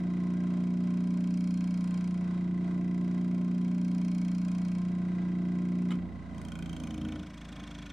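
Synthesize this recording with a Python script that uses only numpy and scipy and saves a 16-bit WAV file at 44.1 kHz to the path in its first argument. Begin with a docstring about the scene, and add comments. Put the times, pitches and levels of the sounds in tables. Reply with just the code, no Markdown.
"""Under an open shed, a bench grinder idles close by. Its four-pole motor hums on multiples of the
shaft speed, which swell with the slip against the mains; a loose part ticks on the guard once a turn.
The switch snaps off and the hum dies. The unbalanced wheel coasts, shakes the stand and makes the
housing knock. Fan and bearings whir behind it all."""
import sys
import numpy as np
from scipy import signal
from scipy.fft import rfft, irfft
from scipy.io import wavfile
from scipy.ndimage import uniform_filter1d

SR = 44100
rng = np.random.default_rng(int(sys.argv[2]) if len(sys.argv) > 2 else 0)


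def waveform_to_disk(signal):
    """Save audio, clipped to [-1, 1], as 16-bit WAV at the path in sys.argv[1]."""
    frames = np.transpose(np.atleast_2d(signal))
    scaled = np.clip(frames, -1, 1) * 32767
    samples = np.round(scaled).astype(np.int16)
    wavfile.write(sys.argv[1], SR, samples)


N = 349272
T = np.arange(N) / SR
F = np.maximum(np.arange(N // 2 + 1) * SR / N, 1)
SLIP_HZ = 0.374  # twice the mains minus four times the shaft speed
POWER_OFF_S = 5.95

# Shaft speed: t/s, speed/Hz
SHAFT_SPEED = [(0, 29.909), (5.907, 29.909), (6.38, 28.943), (7.92, 26.259)]
def shaft():
    """Shaft angle in turns: steady under power, then slowing."""
    return np.cumsum(curves(SHAFT_SPEED)[0]) / SR - 1 / 8

# Hum lines: shaft order, offset/slip steps
HUM_LINES = [(1, 0), (2, 0), (3, 0), (4, 1), (5, 1), (6, 1), (7, 1), (8, 1), (9, 1), (10, 1), (11, 1),
             (12, 1), (13, 1), (14, 3), (15, 1), (16, 3), (17, 2), (20, 4), (23, 4), (34, 4), (35, 0)]
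# Swell of each hum line: level/dB, depth, loudest at t/s
HUM_SWELLS = [(-65, .17, 2.15), (-59, 0.4, 2.1), (-64.5, 1, 0.29), (-52.5, 0.1, 0.28), (-50.5, 0.21, 0.033),
              (-31, 0.07, 1.1), (-46.5, 0.6, 1.61), (-42.5, 0.54, 0.91), (-53, 1.4, 1.1),
              (-52, 0.55, 0.092), (-54.5, 0.91, 0.22), (-63.5, 1.3, 0.42), (-64, 1.2, 0.55),
              (-68, 0.4, 2.8), (-84, 0.5, 2.5), (-71.5, 0, 2.3), (-71.5, 0, 1), (-69, 1.2, 0.92),
              (-70, 0.92, 2.7), (-75.5, 0.8, 0.87), (-75.5, 1.65, 2.57)]
def motor_hum(turn, stand_hz=185, stand_width_hz=33, frame_lag_cycles=0.24, off_t60_s=0.75):
    """Each line beats with a neighbour one slip step up (two at order 10); stand and frame delay it."""
    decimation = 8
    t, turn = T[::decimation], turn[::decimation]
    out = 0
    for (order, steps), (db, depth, loud_s) in zip(HUM_LINES, HUM_SWELLS):
        hz = order * SHAFT_SPEED[0][1]
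        beat_hz = SLIP_HZ * (2 if order == 10 else 1)
        swell = 1 + depth * np.exp(2j * np.pi * beat_hz * (t - loud_s))
        lag = np.arctan2(1, (stand_hz - hz) / stand_width_hz)
        lag += 2 * np.pi * frame_lag_cycles * (order % 4 > 0)  # every fourth order is magnetic pull
        phase = 2 * np.pi * (order * (turn - 0.5) + steps * SLIP_HZ * t) - lag
        out = out + through_bench(undb(db) * swell * np.exp(1j * phase), hz)
    out = signal.resample_poly(out, decimation, 1, axis=1, padtype="line")[:, :N]
    return out * undb(-60 * np.maximum(T - POWER_OFF_S, 0) / off_t60_s)

# Wheel lines: shaft order
WHEEL_ORDERS = [1, 2, 3, 5, 6, 7, 8, 9, 11]
# Each wheel line before the stand's lift: level/dB, drift/(dB/s), rise per unit shudder/dB
WHEEL_LEVELS = [(-58, -10, -8), (-54, 1.5, 1.5), (-51.5, -3, 11), (-59, 3, 10), (-51, -4.5, 1.5),
                (-58.5, 4, 8.5), (-55.5, 1, 13.5), (-58, 0, 0), (-65, 5.5, 10)]
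# Stand resonances: f/Hz, width/Hz, gain/dB
STAND_RESONANCES = [(170.1, 5.6, 9.5), (253.6, 2.5, 10), (250, 2.1, 11.5), (306.1, 8.1, 10), (288, 5.3, -2)]
# Stand shudder: t/s, strength (negative = slack)
STAND_SHUDDER = [(6.55, 0.13), (6.9, 0.45), (7.08, 0.67), (7.2, 0.35), (7.32, -0.65), (7.55, -0.29)]
def coasting_wheel(turn, waver_db_per_s=1.2, onset_s=0.058):
    """The unbalanced wheel sweeps its multiples down through the stand's resonances."""
    coast = T > POWER_OFF_S
    since = T[coast] - POWER_OFF_S
    speed, shudder = curves(SHAFT_SPEED)[0][coast], curves(STAND_SHUDDER)[0][coast]
    onset = np.minimum(since / onset_s, 1)
    out = np.zeros((2, N))
    for order, (db, drift, rise_db) in zip(WHEEL_ORDERS, WHEEL_LEVELS):
        waver_db = waver_db_per_s * since * walk(9)[coast]
        size = undb(db + drift * since + rise_db * shudder + waver_db)
        size *= resonance_gain(order * speed, STAND_RESONANCES)
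        line = size * np.exp(2j * np.pi * (order * turn[coast] + rng.random()))
        out[:, coast] += through_bench(line, order * SHAFT_SPEED[2][1]) * onset
    return out

# Bench path, right against left: f/Hz, gain/dB, lag/rad
BENCH_PATH = [(30, 8, -.32), (60, 0, -.48), (90, 9.5, 1.06), (120, -1.3, -.05), (150, .3, -.07),
              (180, -.6, -.04), (240, -.4, 0), (300, .8, -.04), (330, .7, 0), (420, -4.5, 0), (600, 0, -.3),
              (700, 3.3, .45), (1050, 4.5, .14)]
def through_bench(line, hz):
    """A complex line in stereo; the lowest lines reach the right side through the bench."""
    path_hz, db, lag = np.transpose(BENCH_PATH)
    right = undb(np.interp(hz, path_hz, db)) * np.exp(-1j * np.interp(hz, path_hz, lag))
    return np.sqrt(8) / (1 + right.real) * np.array([line.real, (line * right).real])

# Pressure of the loose part, repeating each slip cycle: t/s, pressure 0-1
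CONTACT_PRESSURE = [(2.2, 0.46), (2.5, 0.04), (3.0, 0.47), (3.5, 0.51), (4.15, 1), (4.75, 0.88)]
# Rim, body, edge, hiss: unpressed level/dB, rise at full pressure/dB, coasting offset/dB
GUARD_LEVELS = [(-92, 22, -21), (-70.5, 9, 0), (-78, 15, 0), (-98, 17, -16)]
# Coasting contact: t/s, body level/dB, edge level/dB, length/turns
COAST_CONTACT = [(5.96, -66, -85, 0.019), (6.27, -76.5, -88, .03), (6.4, -59.5, -59.5, .018),
                 (6.55, -54, -60.5, .014), (6.9, -53, -60.5, .03), (7.15, -55, -66.5, .04),
                 (7.3, -62, -69.5, .045), (7.6, -61, -69, .055), (7.92, -59, -69, .065)]
def contact(powered_length_turns=0.033):
    """The part leans in and lets go under power. Gives dB of pip, rim, body, edge, hiss, and length."""
    pressure = np.interp(T, *np.transpose(CONTACT_PRESSURE), period=1 / SLIP_HZ)
    body_db, edge_db, length = curves(COAST_CONTACT)
    powered = T < COAST_CONTACT[0][0]
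    pip_db = np.where(powered, -70.5 + 6 * slip_swell(loud_s=2.72), np.interp(T, (6.4, 6.7), (-66, -71)))
    levels = [pip_db]
    for (db, rise_db, offset_db), coast_db in zip(GUARD_LEVELS, (body_db, body_db, edge_db, edge_db)):
        levels.append(np.where(powered, db + rise_db * pressure, coast_db + offset_db))
    return levels, np.where(powered, powered_length_turns, length)

POWERED_TICK_TURNS, COAST_TICK_TURNS = -0.02, 0.51
# Housing pip and guard rim: f/Hz, t60/s
PIP_AND_RIM = [(2000, 0.049), (4217, 0.2)]
# Guard body and edge modes: f/Hz, t60/s, powered level/dB, coasting level/dB, late level/dB
BODY_MODES = [(1478, 0.048, -8.5, -0.5, 3), (1450, 0.017, -12, -12.5, 0), (1776, 0.076, -12, -13.5, -5),
              (2254, 0.094, 0, -14.5, -2), (2464, 0.035, 3, -1.5, 2.5), (2667, 0.039, 0.5, -10, -11.5),
              (3090, 0.021, -20.5, -1.5, -13.5), (3193, 0.035, 0, 4, -2), (3314, 0.022, -5.5, -4.5, 6),
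              (3450, 0.034, -19.5, -9.5, -1)]
EDGE_MODES = [(4600, 0.018, -14, -16.5, -13), (4794, 0.024, -6.5, -14, -5), (5014, 0.027, -4, -6, -13),
              (5480, 0.024, -4, -12.5, -9), (5834, 0.018, -4, -12, -5), (6220, 0.0037, -1, 0.5, 2.5),
              (6310, 0.016, -6.5, -2, 1), (7060, 0.013, -3.5, -7.5, -1.5), (7700, 0.018, -9, -10.5, -6.5),
              (8560, 0.024, -13, -10, -5.5), (8970, 0.015, -4.5, -10, -15.5)]
def guard_ticks(turn, shift_s=6.3, creep_s=(7.05, 7.4)):
    """A loose part rings housing and guard once a turn; coasting, it touches elsewhere, then creeps."""
    levels, length = contact()
    angle = turn - np.where(T < shift_s, POWERED_TICK_TURNS, COAST_TICK_TURNS)
    late = np.interp(T, creep_s, [0, 1])
    hit = scrape(angle, length)

    def struck(modes):
        """Modes weighted for where the part touches."""
        out = 0
        for hz, t60, powered_db, coast_db, late_db in modes:
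            db = np.where(T < shift_s, powered_db, coast_db + late * (late_db - coast_db))
            out = out + ring(hit, hz, t60) * np.sqrt(t60) * undb(db)
        return unit(out)

    hiss = bandpass([hit, scrape(angle, length)], (10000, 15200), order=3)
    hiss = undb(0.5 * late) * np.array([unit(side) for side in hiss])
    edge_rasp = bandpass([hit, 0.2 * hit + scrape(angle, length)], (1300, 9600), order=4)
    edge = struck(EDGE_MODES) + undb(-14 + 0.5 * late) * unit(edge_rasp)
    body_rasp = bandpass(scrape(angle, 2.1 * length), (1300, 3900), order=2)
    body = struck(BODY_MODES) + late * undb(-1.5) * unit(body_rasp)
    pip, rim = [ring(tap(angle + 0.0411, scatter_db=1.5), hz, t60) for hz, t60 in PIP_AND_RIM]
    # a faint touch ahead of the late ticks
    graze = ring(tap(angle + 0.214, scatter_db=1.3), hz=5480, t60=0.012, rise=0.33)
    graze *= undb(-73) * np.interp(T, (6.75, 6.9), [0, 1])
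    return graze + sum(undb(db) * part for db, part in zip(levels, (pip, rim, body, edge, hiss)))

def scrape(angle, length, scatter_db=-0.5, fresh_grit=0.39):
    """One scrape a turn over much the same roughness; its energy is independent of its length."""
    angle = angle + 2.6 * length
    count, past = np.floor(angle).astype(int) + 2, angle % 1
    size = undb(scatter_db * rng.standard_normal(count.max() + 1))[count]
    surface = rng.standard_normal(1500)[(past * 1500).astype(int)]
    grit = surface + fresh_grit * rng.standard_normal(N)
    return size * grit * (past / length) ** 2 * np.exp(-past / length) / np.sqrt(length)

def tap(angle, scatter_db):
    """One clean blow a turn, of uneven strength."""
    count = np.floor(angle).astype(int) + 2
    size = undb(scatter_db * rng.standard_normal(count.max() + 1))[count]
    return size * (np.diff(count, prepend=count[0]) == 1)

# Switch contacts and bounces: t/s, relative level/dB
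SWITCH_SNAPS = [(5.906, 14), (5.908, -2), (5.912, -13), (5.916, 12), (5.92, -3), (5.923, -7), (5.934, -5),
                (5.942, 0)]
# Switch box modes: f/Hz, t60/s, relative level/dB
BOX_MODES = [(990, 0.027, -12), (1320, 0.0065, 7.5), (1770, 0.0053, -12), (2190, 0.0064, 6.5),
             (2840, 0.0038, -8), (3000, 0.011, 4), (4900, .006, -23), (6900, 0.0018, -4.5),
             (8800, 0.006, -15)]
def switch(level_db=-58, decay_s=0.0067):
    """Short gritty snaps ring the switch box."""
    near = np.abs(T - SWITCH_SNAPS[0][0]) < 0.25
    t, out = T[near], np.zeros((2, N))
    envelope = sum(undb(db) * np.exp(-np.maximum(t - s, 0) / decay_s) * (t >= s)
                   for s, db in SWITCH_SNAPS)
    push = envelope * rng.standard_normal(len(t))
    out[:, near] = unit(sum(undb(db) * ring(push, hz, t60, rise=0.079) for hz, t60, db in BOX_MODES))
    return undb(level_db) * out

# Housing knock modes: f/Hz, t60/s, level at unit shudder/dB
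KNOCK_MODES = [(564, .05, -60), (682, .05, -58)]
def housing_knocks(turn):
    """Dull uneven blows, one a turn, that grow with the stand's shudder."""
    blows = tap(turn - COAST_TICK_TURNS, scatter_db=2.3)
    shudder = np.clip(curves(STAND_SHUDDER)[0], 0, 1)
    return shudder * sum(undb(db) * ring(blows, hz, t60) for hz, t60, db in KNOCK_MODES)

# Stand rattle spectrum: f/Hz, relative density/dB
RATTLE_SPECTRUM = [(20, -31.5), (35, -29.5), (60, -8), (100, -2.5), (150, 4), (200, 7), (270, 4),
                   (330, -4.5), (400, -11.5), (600, -11.5), (800, -13), (1000, -57)]
def stand_rattle(powered_db=-55, coast_db=-48, shudder_db=9, waver_db=2):
    """The stand shakes loosely: low noise that follows the shudder."""
    db = np.where(T < POWER_OFF_S, powered_db, coast_db) + shudder_db * curves(STAND_SHUDDER)[0]
    return stereo_noise(over_hz(RATTLE_SPECTRUM)) * undb(db + waver_db * walk(10))

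# Fan and bearing spectrum: f/Hz, relative density/dB
WHIR_SPECTRUM = [(210, -38), (350, -6.5), (470, -17.5), (690, -11), (890, -15.5), (1160, -14),
                 (1580, -13.5), (1710, -22.5), (2000, -18), (2400, -23), (5000, -31.5), (9400, -39.5),
                 (10500, -56), (15000, -83.5)]
# Housing resonances: f/Hz, width/Hz, gain/dB
HOUSING_RESONANCES = [(603, 120, 2), (666, 24, -7), (968, 27, 4.5), (1014, 72, 2.5), (1053.5, 12, 12.5),
                      (1608, 4, 10), (1960, 22, -2.5), (3840, 160, 1.5)]
def fan_whir(turn, waver_db=1.07):
    """Air and bearing noise, lifted at the housing's resonances and throbbing with the turn."""
    spectrum_db = over_hz(WHIR_SPECTRUM) + 20 * np.log10(resonance_gain(F, HOUSING_RESONANCES))
    powered_db = -55 + 0.75 * slip_swell(loud_s=2.62)
    coast_db = -57 + 3 * curves(STAND_SHUDDER)[0]
    db = np.where(T < POWER_OFF_S, powered_db, coast_db)
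    throb = 1 + 0.16 * np.cos(2 * np.pi * (turn - 0.1))
    return stereo_noise(spectrum_db) * throb * undb(db + waver_db * walk(8.8))

# Left-right coherence: f/Hz, coherence 0-1
COHERENCE = [(20, .95), (45, .95), (80, .7), (150, 1), (330, .95), (600, .68), (1200, .3), (2200, .85),
             (5000, .6), (9000, .2)]
def stereo_noise(spectrum_db):
    """Coloured noise, partly alike left and right."""
    alike = over_hz(COHERENCE)
    mid, side = rfft(rng.standard_normal((2, N)))
    mid, side = mid * np.sqrt(1 + alike), side * np.sqrt(1 - alike)
    return unit(irfft(undb(spectrum_db) * np.array([mid + side, mid - side]), N))

def shed(x, t60_s=0.17, wet_db=-11):
    """Reflections from roof and wall, different on each side."""
    t = T[:int(0.25 * SR)]
    tail = rng.standard_normal((2, len(t))) * undb(-60 * t / t60_s) * (t > 0.004)
    tail /= np.sqrt(np.sum(tail[0] ** 2))
    return x + undb(wet_db) * signal.fftconvolve(x, tail, axes=1)[:, :N]

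def ring(x, hz, t60, rise=0.047):
    """One mode building up over a share of its decay; higher modes differ more in phase between sides."""
    poles = np.exp(2j * np.pi * hz / SR - np.log(1000) / (t60 * SR * np.array([1, rise])))
    mode = signal.lfilter([1], np.poly(poles), x)
    apart_rad = rng.choice([-1, 1]) * min((hz / 6000) ** 2, 1.7)
    return unit(np.array([mode.imag, (mode * np.exp(1j * apart_rad)).imag]))

def resonance_gain(hz, resonances):
    """Unity plus a peak at each resonance."""
    return 1 + sum(undb(db) / (1 + (2 * (hz - centre) / width) ** 2) for centre, width, db in resonances)

def slip_swell(loud_s):
    """Rises and falls once a slip cycle, -1 to 1."""
    return np.cos(2 * np.pi * SLIP_HZ * (T - loud_s))

def walk(rate_hz):
    """Random steps smoothed twice; rms 1."""
    hold = int(SR / rate_hz)
    steps = np.repeat(rng.standard_normal(N // hold + 1), hold)
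    return unit(uniform_filter1d(uniform_filter1d(steps, hold), hold)[:N])

def curves(table):
    """Columns of a table as functions of time."""
    times, *columns = np.transpose(table)
    return [np.interp(T, times, column) for column in columns]

def over_hz(points):
    """Points joined on a log-frequency axis."""
    hz, value = np.transpose(points)
    return np.interp(np.log(F), np.log(hz), value)

def bandpass(x, band_hz, order):
    return signal.sosfilt(signal.butter(order, band_hz, "band", fs=SR, output="sos"), x)

def undb(db):
    return 10 ** (np.asarray(db) / 20)

def unit(x):
    return x / np.sqrt(np.mean(x ** 2))

def scene():
    """Tones and noise arrive directly; ticks, knocks and switch also reflect in the shed."""
    turn = shaft()
    drone = motor_hum(turn) + coasting_wheel(turn) + stand_rattle() + fan_whir(turn)
    return drone + shed(guard_ticks(turn) + housing_knocks(turn) + switch())

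def record(dry, right_db=1, narrow_s=(6.7, 7.04), narrow_below_hz=4640, top_hz=15700):
    """The right side is slightly louder; late on, all but the treble draws to the centre; the top is cut."""
    x = dry * undb([[0], [right_db]])
    lowpass = signal.butter(4, narrow_below_hz, fs=SR, output="sos")
    low_side = signal.sosfiltfilt(lowpass, x[0] - x[1]) / 2
    x = x - np.interp(T, narrow_s, [0, 0.98]) * low_side * np.array([[1], [-1]])
    return signal.sosfilt(signal.ellip(10, 0.2, 80, top_hz, fs=SR, output="sos"), x)

dry = scene()
out = record(dry)
waveform_to_disk(out)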